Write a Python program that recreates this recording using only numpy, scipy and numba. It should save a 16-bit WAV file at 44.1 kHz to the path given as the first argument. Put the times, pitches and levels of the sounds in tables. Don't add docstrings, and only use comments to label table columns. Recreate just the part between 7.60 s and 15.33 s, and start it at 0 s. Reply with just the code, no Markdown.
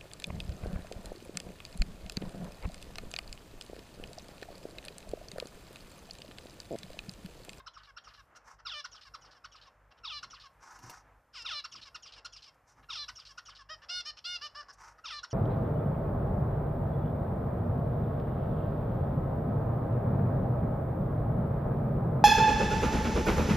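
import sys
import numpy as np
from scipy import signal
from scipy.fft import rfft, irfft, next_fast_len
from scipy.io import wavfile
from scipy.ndimage import uniform_filter1d
from numba import njit

SR = 44100
rng = np.random.default_rng(int(sys.argv[2]) if len(sys.argv) > 2 else 0)


def wrap_up_sound(samples):
    columns = np.atleast_2d(samples).T
    tamed = np.clip(columns, -1, 1)
    steps = np.round(tamed * 32767).astype(np.int16)
    wavfile.write(sys.argv[1], SR, steps)


N = 340893
TIME = np.arange(N) / SR
CUTOFF_HZ = 14350


def from_db(db):
    return 10 ** (np.asarray(db) / 20)


def rms_one(x):
    return x / np.sqrt(np.mean(x ** 2) + 1e-20)


def add(out, start_s, sound):
    at = round(start_s * SR)
    sound = sound[max(-at, 0):len(out) - at]
    first = max(at, 0)
    out[first:first + len(sound)] += sound


def coloured(x, spectrum):
    size = next_fast_len(len(x) + 512)
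    hz, db = np.transpose(spectrum)
    bins = np.maximum(np.fft.rfftfreq(size, 1 / SR), 1)
    gain = from_db(np.interp(np.log(bins), np.log(hz), db))
    return irfft(rfft(x, size) * gain, size)[:len(x)]


def noise(spectrum):
    return rms_one(coloured(rng.standard_normal(N), spectrum))


def drift(rate, size):
    turns = rng.standard_normal(size // 32 + 2)
    return np.interp(np.arange(size) * rate / SR, np.arange(len(turns)), turns)


def clock(length):
    return np.arange(int(length * SR)) / SR


def envelope(t, length, attack_s, release_s):
    rise = np.sin(np.pi / 2 * np.clip(t / attack_s, 0, 1))
    fall = np.sin(np.pi / 2 * np.clip((length - t) / release_s, 0, 1))
    return (rise * fall) ** 2


# freq_hz, level_db
ROOM_NOISE_COLOUR = [(25, -15), (50, 7.5), (90, -2.5), (200, -6), (300, -3), (380, -7), (460, 1), (650, 2),
                     (1250, 2), (1700, -2), (2500, -12), (4000, -26.5), (7000, -28), (14000, -52)]
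ROOM_NOISE_DB = -68.5
# freq_hz, level_db (rms)
HUM_TONES = [(50, -72), (100, -79.5), (150, -84.5)]


def background(waver_db=3.0, hum_flutter=1.0, rumble_db=-76, rumble_swell_db=4):
    hum = sum(from_db(db) * np.sqrt(2) * np.cos(2 * np.pi * hz * TIME) for hz, db in HUM_TONES)
    hum = hum * (1 + hum_flutter * np.tanh(2 * drift(24, N)))
    rumble = noise([(25, -26), (50, 6.0), (140, -1.0), (300, -19.0), (700, -28.0)])
    rumble *= from_db(rumble_db + rumble_swell_db * drift(7.8, N))
    hiss = noise(ROOM_NOISE_COLOUR) * from_db(ROOM_NOISE_DB + waver_db * drift(8.3, N))
    return hiss + hum + rumble


# delay_s, level_db
EARLY_ECHOES = [(.0016, -21.5), (.0029, -17), (.0047, -13), (.0083, -15.5), (0.0134, -15.5)]
ROOM_T60_S, ROOM_DB = 0.2, -10.5


def room(x):
    t = TIME[:SR // 2]
    tail_colour = [(300, 11.5), (1000, 3), (1400, 0), (3000, -3), (5500, -2.5), (9000, -9)]
    tail = coloured(rng.standard_normal(len(t)), tail_colour)
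    tail *= from_db(-60 * t / ROOM_T60_S) * np.minimum(t / 0.0012, 1)
    response = from_db(ROOM_DB) * tail / np.sqrt(np.sum(tail ** 2))
    for delay_s, db in EARLY_ECHOES:
        response[round(delay_s * SR)] += from_db(db)
    return x + signal.fftconvolve(x, response)[:N]


# start_s, level_db (of the whole knock)
KNOCK_TIMES = [(3.128, -59), (3.189, -53), (3.23, -58), (3.261, -57), (3.297, -40.5), (4.944, -70)]
# pitch_hz, level_db (before a small random change), t60_s
CAGE_TONES = [(740, -15, 0.18), (944, -5, 0.056), (1600, -26, .04), (1654, -9.5, 0.056), (2795, -6, 0.018),
              (5660, -35, .04)]
# freq_hz, level_db
CLICK_COLOUR = [(1000, -9), (5500, 4.5), (9000, -2), (14000, -1)]


def knocks(scratch_db=-4.5):
    out, t = np.zeros(N), TIME[:SR // 5]
    for start_s, level_db in KNOCK_TIMES:
        ring = np.zeros(len(t))
        for hz, db, t60_s in CAGE_TONES:
            tone_db = db + 2 * rng.standard_normal() - 60 * t / t60_s
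            ring += from_db(tone_db) * np.sin(2 * np.pi * hz * t)
        click = rms_one(coloured(rng.standard_normal(len(t)), CLICK_COLOUR))
        scratch = click * from_db(scratch_db - 60 * t / 0.051)
        add(out, start_s, from_db(level_db) * (ring + scratch))
    return out


# start_s, length_s, level_db (at the middle of the flick)
FEATHER_FLICKS = [(0.75, 0.036, -60), (3.817, 0.014, -56), (7.122, 0.032, -60)]
# freq_hz, level_db
SWISH_COLOUR = [(2500, -21), (4300, -7), (5700, 6.5), (7000, -3), (9000, -12), (14000, -24)]


def rustles():
    out, swish = np.zeros(N), noise(SWISH_COLOUR)
    for start_s, length, db in FEATHER_FLICKS:
        size = int(length * SR)
        add(out, start_s, from_db(db) * np.hanning(size) * swish[round(start_s * SR):][:size])
    return out


# start_s, length_s, wing_level_db, swish_level_db
FLIGHT_TIMES = [(0.833, 0.14, -56.5, -65), (2.992, 0.24, -57, -63.5), (3.193, 0.24, -56, -61),
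                (5.05, 0.12, -68, -68.5), (5.148, 0.094, -60, -74), (7.163, 0.19, -55.5, -64)]
TAKE_OFF_S, LANDING_S = 0.05, 0.081
# freq_hz, level_db
WING_COLOUR = [(350, -18.5), (600, -16), (780, 3.5), (900, 3.5), (1080, 2), (1350, 2.5), (1700, -2),
               (2100, -7.5), (4000, -28.5), (8000, -43)]
# peak_s, length_s, level_db
DRAUGHT_PUFFS = [(2.65, 0.28, -71), (3.245, 0.17, -57), (4.169, 0.18, -67.5), (5.19, 0.21, -68.5)]


def wings(beat_hz=27, beat_db=2.0, feather_grain_db=1.2):
    air, swish, out = noise(WING_COLOUR), noise(SWISH_COLOUR), np.zeros(N)
    gust = noise([(25, -26), (60, 1.5), (110, 2.5), (250, -11), (500, -20), (1200, -50)])
    for start_s, length, air_db, swish_db in FLIGHT_TIMES:
        t = clock(length)
        rush = from_db(air_db) * air + from_db(swish_db) * swish
        rush = rush[round(start_s * SR):][:len(t)]
        add(out, start_s, rush * envelope(t, length, TAKE_OFF_S, LANDING_S))
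    for peak_s, length, db in DRAUGHT_PUFFS:
        size = int(length * SR)
        puff = from_db(db) * np.hanning(size) * gust[round(peak_s * SR):][:size]
        add(out, peak_s - length / 2, puff)
    wandering_beat_hz = beat_hz * (1 + 0.111 * drift(5.4, N))
    beat = np.sin(2 * np.pi * np.cumsum(wandering_beat_hz) / SR)
    return out * from_db(beat_db * beat + feather_grain_db * drift(300, N))


@njit
def resonate(x, centre, width):
    y, r = np.zeros(len(x)), np.exp(-np.pi * width)
    for i in range(2, len(x)):
        fresh = (1 - r * r) / 2 * (x[i] - x[i - 2])
        y[i] = fresh + 2 * r * np.cos(2 * np.pi * centre[i]) * y[i - 1] - r * r * y[i - 2]
    return y


# freq_hz, level_db
VOICE_COLOUR = [(450, -38.5), (700, -16.5), (1000, -8), (1400, -0.5), (1800, -7), (2150, -5), (2850, 5),
                (3750, -2), (4450, -1.5), (5400, 3.5), (6100, -6.5), (7000, -12), (10500, -26),
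                (14000, -46)]


def voice(pitch, rough, throat_hz, focus_db, width_hz, jitter, uneven_db=4, rasp_db=3):
    size, longest = len(pitch), SR // 5
    rough = np.clip(rough, 0, 1)
    pitch = pitch * (1 + jitter * (rough + 0.06) * drift(499.0, longest)[:size])
    phase = 2 * np.pi * np.cumsum(pitch) / SR
    k = np.arange(1, 27)[:, None]
    unevenness = np.array([drift(21.4, longest)[:size] for _ in k])
    strength = from_db(uneven_db * unevenness) * (k * pitch < CUTOFF_HZ)
    harmonics = np.sum(strength * np.cos(k * phase + k ** 2 / np.pi), axis=0)
    tone = harmonics * 2 * np.sqrt(pitch / SR)
    chaos = rng.standard_normal(longest)[:size] * (1 + 0.31 * np.cos(phase))
    source = np.sqrt(1 - rough ** 2) * tone + rough * chaos
    throat = resonate(source, throat_hz * np.ones(size) / SR, width_hz / SR)
    sound = coloured(source + from_db(focus_db) * throat, VOICE_COLOUR)
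    sound /= np.sqrt(uniform_filter1d(sound ** 2, size=300) + 1e-12)
    return sound * from_db(rasp_db * rough * drift(350, longest)[:size])


RANGE_EDGES_HZ = [900, 2100, 4400, 7500]


def beamed(x, levels_db):
    edges = np.array(RANGE_EDGES_HZ)
    power = 2 * np.abs(rfft(x) / len(x)) ** 2
    range_power = np.histogram(np.fft.rfftfreq(len(x), 1 / SR), edges, weights=power)[0]
    own_db = 10 * np.log10(range_power + 1e-20)
    corners = np.column_stack([edges[:-1] * 1.12, edges[1:] / 1.12]).ravel()
    return coloured(x, np.column_stack([corners, np.repeat(levels_db - own_db, 2)]))


SAG, SAG_S = 0.159, 0.00888


def sag(t, length):
    return SAG * np.exp((t - length) / SAG_S)


SCOOP, SCOOP_S = .22, .01


def call(length, top_hz, throat_hz, rough, edge_rough, attack_s, release_s):
    t = clock(length)
    droop = SCOOP * np.exp(-t / SCOOP_S) + sag(t, length)
    pitch = top_hz * (1 - droop)
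    roughness = rough + edge_rough * droop
    sound = voice(pitch, roughness, throat_hz, focus_db=14, width_hz=1330, jitter=0.023)
    return sound * envelope(t, length, attack_s, release_s)


# start_s, length_s, pitch_hz, throat_hz, low_level_db, middle_level_db, high_level_db
NASAL_CALLS = [(6.086, 0.071, 640.4, 5200, -48.5, -53.5, -53), (6.283, 0.14, 721.5, 4460, -49, -40.5, -44),
               (6.446, 0.07, 618.4, 5260, -52, -47, -46), (6.638, 0.14, 716, 4000, -51.5, -40.5, -44.5),
               (6.807, 0.076, 607, 5100, -49.5, -48.5, -48), (6.943, .082, 598, 5300, -49, -57, -52)]
# start_s, length_s, pitch_hz, low_level_db, middle_level_db, high_level_db
SOFT_PEEPS = [(0.745, 0.036, 756, -59, -67.5, -70), (.982, 0.031, 723, -60, -75, -71.5),
              (2.303, 0.028, 612, -67, -68, -73.5), (2.365, 0.033, 654, -72, -71.5, -77),
              (5.222, 0.029, 634, -66, -69.5, -81), (6.213, .041, 621, -58, -63, -66),
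              (6.563, .035, 662, -65, -56, -56.5), (7.021, 0.016, 604, -61, -75, -66),
              (7.08, 0.039, 598, -54.5, -70.5, -58), (7.373, 0.031, 700, -61, -78, -73.5)]
# freq_hz, level_db
NASAL_COLOUR = [(700, 2), (1400, -0.5), (2150, -1), (2850, 1.5), (3600, -3), (4300, -1.5), (5000, 1.5),
                (6500, -5), (8000, -4.5), (12000, 5.5)]


def calls():
    out = np.zeros(N)
    for start_s, length, hz, throat_hz, *levels in NASAL_CALLS:
        nasal = call(length, hz, throat_hz, rough=0.054, edge_rough=3.0, attack_s=.017, release_s=0.017)
        add(out, start_s, beamed(nasal, levels))
    for start_s, length, hz, *levels in SOFT_PEEPS:
        peep = call(length, hz, throat_hz=5700, rough=0.68, edge_rough=1.2, attack_s=0.016, release_s=0.0059)
        add(out, start_s, beamed(peep, levels))
    return coloured(out, NASAL_COLOUR)


def slur(length, first_hz, last_hz, glide_s=0.025):
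    t = clock(length)
    pitch = last_hz + (first_hz - last_hz) * np.exp(-t / glide_s)
    sound = voice(pitch, rough=0.23, throat_hz=5040, focus_db=9, width_hz=400, jitter=.02)
    return sound * envelope(t, length, attack_s=0.041, release_s=0.014)


# start_s, length_s, first_pitch_hz, last_pitch_hz, level_db, roughness (0-1), throat_hz
FALLING_NOTES = [(-.001, 0.013, 3470, 3170, 4, .25, 6570), (.004, 0.033, 3140, 2640, 8, 0.7, 5530),
                 (0.029, .022, 1514, 890, 4.5, 0.2, 1250), (.037, 0.024, 1000, 687, 8, 0.6, 4700),
                 (.05, .03, 757, 534, 3, 0.39, 3280), (0.066, 0.0325, 619, 568, -4, 0.8, 1480),
                 (0.096, .036, 920, 703, 6, .95, 4100), (0.121, 0.034, 679, 560, -1, 0.7, 4900),
                 (0.136, .045, 602.6, 510.3, 1, 0.23, 1150), (0.152, 0.0221, 623, 531.6, 3.5, 0.18, 5270)]


def buzz(throat_follows=0.48):
    out = np.zeros(SR // 5)
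    for start_s, length, first_hz, last_hz, db, rough, throat_hz in FALLING_NOTES:
        t = clock(length)
        pitch = np.geomspace(first_hz, last_hz, len(t))
        throat = throat_hz * (pitch / pitch.mean()) ** throat_follows
        sound = voice(pitch, rough, throat, focus_db=13.5, width_hz=630, jitter=.05)
        fade = envelope(t, length, attack_s=0.0054, release_s=0.0098)
        add(out, start_s, from_db(db) * sound * fade)
    return out


CHIP_S, CHIP_PEAK_S = 0.035, .011
CHIP_RISE_OCT_PER_S, CHIP_FALL_OCT_PER_S = 30.5, 54
CHIP_ROUGH_START, CHIP_ROUGH_END = 0.17, 0.668
CHIP_THROAT_MULTIPLE = 4.17


def chip(peak_hz):
    t = clock(CHIP_S)
    rise = CHIP_RISE_OCT_PER_S * (t - CHIP_PEAK_S)
    fall = CHIP_FALL_OCT_PER_S * (CHIP_PEAK_S - t)
    pitch = peak_hz * 2 ** np.minimum(rise, fall)
    rough = np.linspace(CHIP_ROUGH_START, CHIP_ROUGH_END, len(t))
    sound = voice(pitch, rough, CHIP_THROAT_MULTIPLE * pitch, focus_db=11.5, width_hz=400, jitter=.14)
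    return sound * envelope(t, CHIP_S, attack_s=0.011, release_s=0.022)


DIVE_FROM_HZ, DIVE_TOWARDS_HZ, DIVE_S, DIVE_BEND = 1410, 555, .053, 1.8
DIVE_ROUGH, HOLD_ROUGH = 0.22, .06
CROSSING_DB = 3
# start_s, throat_hz
THROAT_PATH = [(.014, 1429), (.019, 3734), (.048, 3550), (.083, 3350), (.103, 3900)]


def sweep(length, held_hz):
    t = clock(length)
    dive = DIVE_TOWARDS_HZ + (DIVE_FROM_HZ - DIVE_TOWARDS_HZ) * np.exp(-(t / DIVE_S) ** DIVE_BEND)
    pitch = np.maximum(dive, held_hz) * (1 - sag(t, length))
    diving = np.clip((dive - held_hz) / 50, 0, 1)
    throat = np.interp(t, *np.transpose(THROAT_PATH))
    swell = from_db(CROSSING_DB * diving * np.cos(2 * np.pi * throat / pitch))
    rough = HOLD_ROUGH + (DIVE_ROUGH - HOLD_ROUGH) * diving
    sound = voice(pitch, rough, throat, focus_db=8, width_hz=370, jitter=0.047)
    return sound * swell * envelope(t, length, attack_s=0.024, release_s=0.015)


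# start_s, length_s, pitch_hz, low_level_db, middle_level_db, high_level_db
SONG_SWEEPS = [(1.048, 0.17, 595, -49, -45, -50), (2.431, 0.17, 589.5, -52, -44.5, -52),
               (3.842, 0.17, 589.6, -48, -41.5, -48.5), (5.284, 0.17, 587.5, -52, -44, -48.5),
               (7.436, 0.17, 591.7, -48, -46.5, -50.5)]
# freq_hz, level_db
NARROW_THROAT_COLOUR = [(600, -1.5), (1000, 0.5), (1400, -.5), (1850, -4.5), (2400, -1), (3000, -1),
                        (5500, 1), (7000, -11), (12000, -6.5)]
# start_s, pitch_hz, low_level_db, middle_level_db, high_level_db
SONG_CHIPS = [(0.06, 1460, -50.5, -54, -55.5), (0.362, 1472, -50.5, -56.5, -56.5),
              (1.238, 1477, -48, -54.5, -49.5), (1.535, 1484, -50, -59, -54.5),
              (1.838, 1485, -52, -58.5, -57.5), (2.624, 1484, -48.5, -54, -51.5),
              (4.037, 1468, -48, -51.5, -47.5), (4.342, 1480, -52, -52, -51.5),
              (4.644, 1535, -50, -51.5, -50.5), (5.477, 1455, -50, -52, -49.5),
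              (5.772, 1480, -49.5, -56.5, -55), (7.627, 1486, -47.5, -56.5, -49)]
# start_s (below 0: already under way), low_level_db, middle_level_db, high_level_db
SONG_BUZZES = [(-0.165, -57.5, -58, -64), (0.134, -60, -66.5, -68), (0.438, -61.5, -66, -66),
               (1.313, -63.5, -63.5, -60.5), (1.611, -67.5, -71, -66.5), (1.915, -66.5, -65, -66.5),
               (2.7, -60, -61, -60.5), (4.115, -62.5, -57.5, -56), (4.423, -69.5, -59.5, -58.5),
               (4.723, -72, -62, -58), (5.552, -66, -62.5, -56.5), (5.852, -60.5, -62.5, -60.5),
               (7.702, -56, -63, -58)]
# start_s, length_s, first_pitch_hz, last_pitch_hz,
# low_level_db, middle_level_db, high_level_db
LEAD_IN = (3.725, .115, 1049.5, 439.5, -58, -52.5, -51.5)


def song():
    out = np.zeros(N)
    for start_s, length, held_hz, *levels in SONG_SWEEPS:
        syllable = beamed(sweep(length, held_hz), levels)
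        add(out, start_s, coloured(syllable, NARROW_THROAT_COLOUR))
    for start_s, peak_hz, *levels in SONG_CHIPS:
        add(out, start_s, beamed(chip(peak_hz), levels))
    for start_s, *levels in SONG_BUZZES:
        add(out, start_s, beamed(buzz(), levels))
    start_s, length, first_hz, last_hz, *levels = LEAD_IN
    add(out, start_s, beamed(slur(length, first_hz, last_hz), levels))
    return out


def scene(side_hiss_db=-100):
    birds = room(song() + calls() + wings() + rustles() + knocks())
    side_colour = [(2500, -82), (4400, -54), (5600, -48), (8000, -11.0), (14000, -1.0)]
    side = coloured(room(np.roll(birds, SR // 500)), side_colour)
    side += from_db(side_hiss_db) * noise([(3000, -43), (6000, 34), (14000, -64)])
    return birds + background() + side * np.array([[1], [-1]])


def record(dry):
    low_pass = signal.ellip(10, .05, 50, CUTOFF_HZ, fs=SR, output="sos")
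    return signal.sosfiltfilt(low_pass, dry)


dry = scene()
out = record(dry)
wrap_up_sound(out)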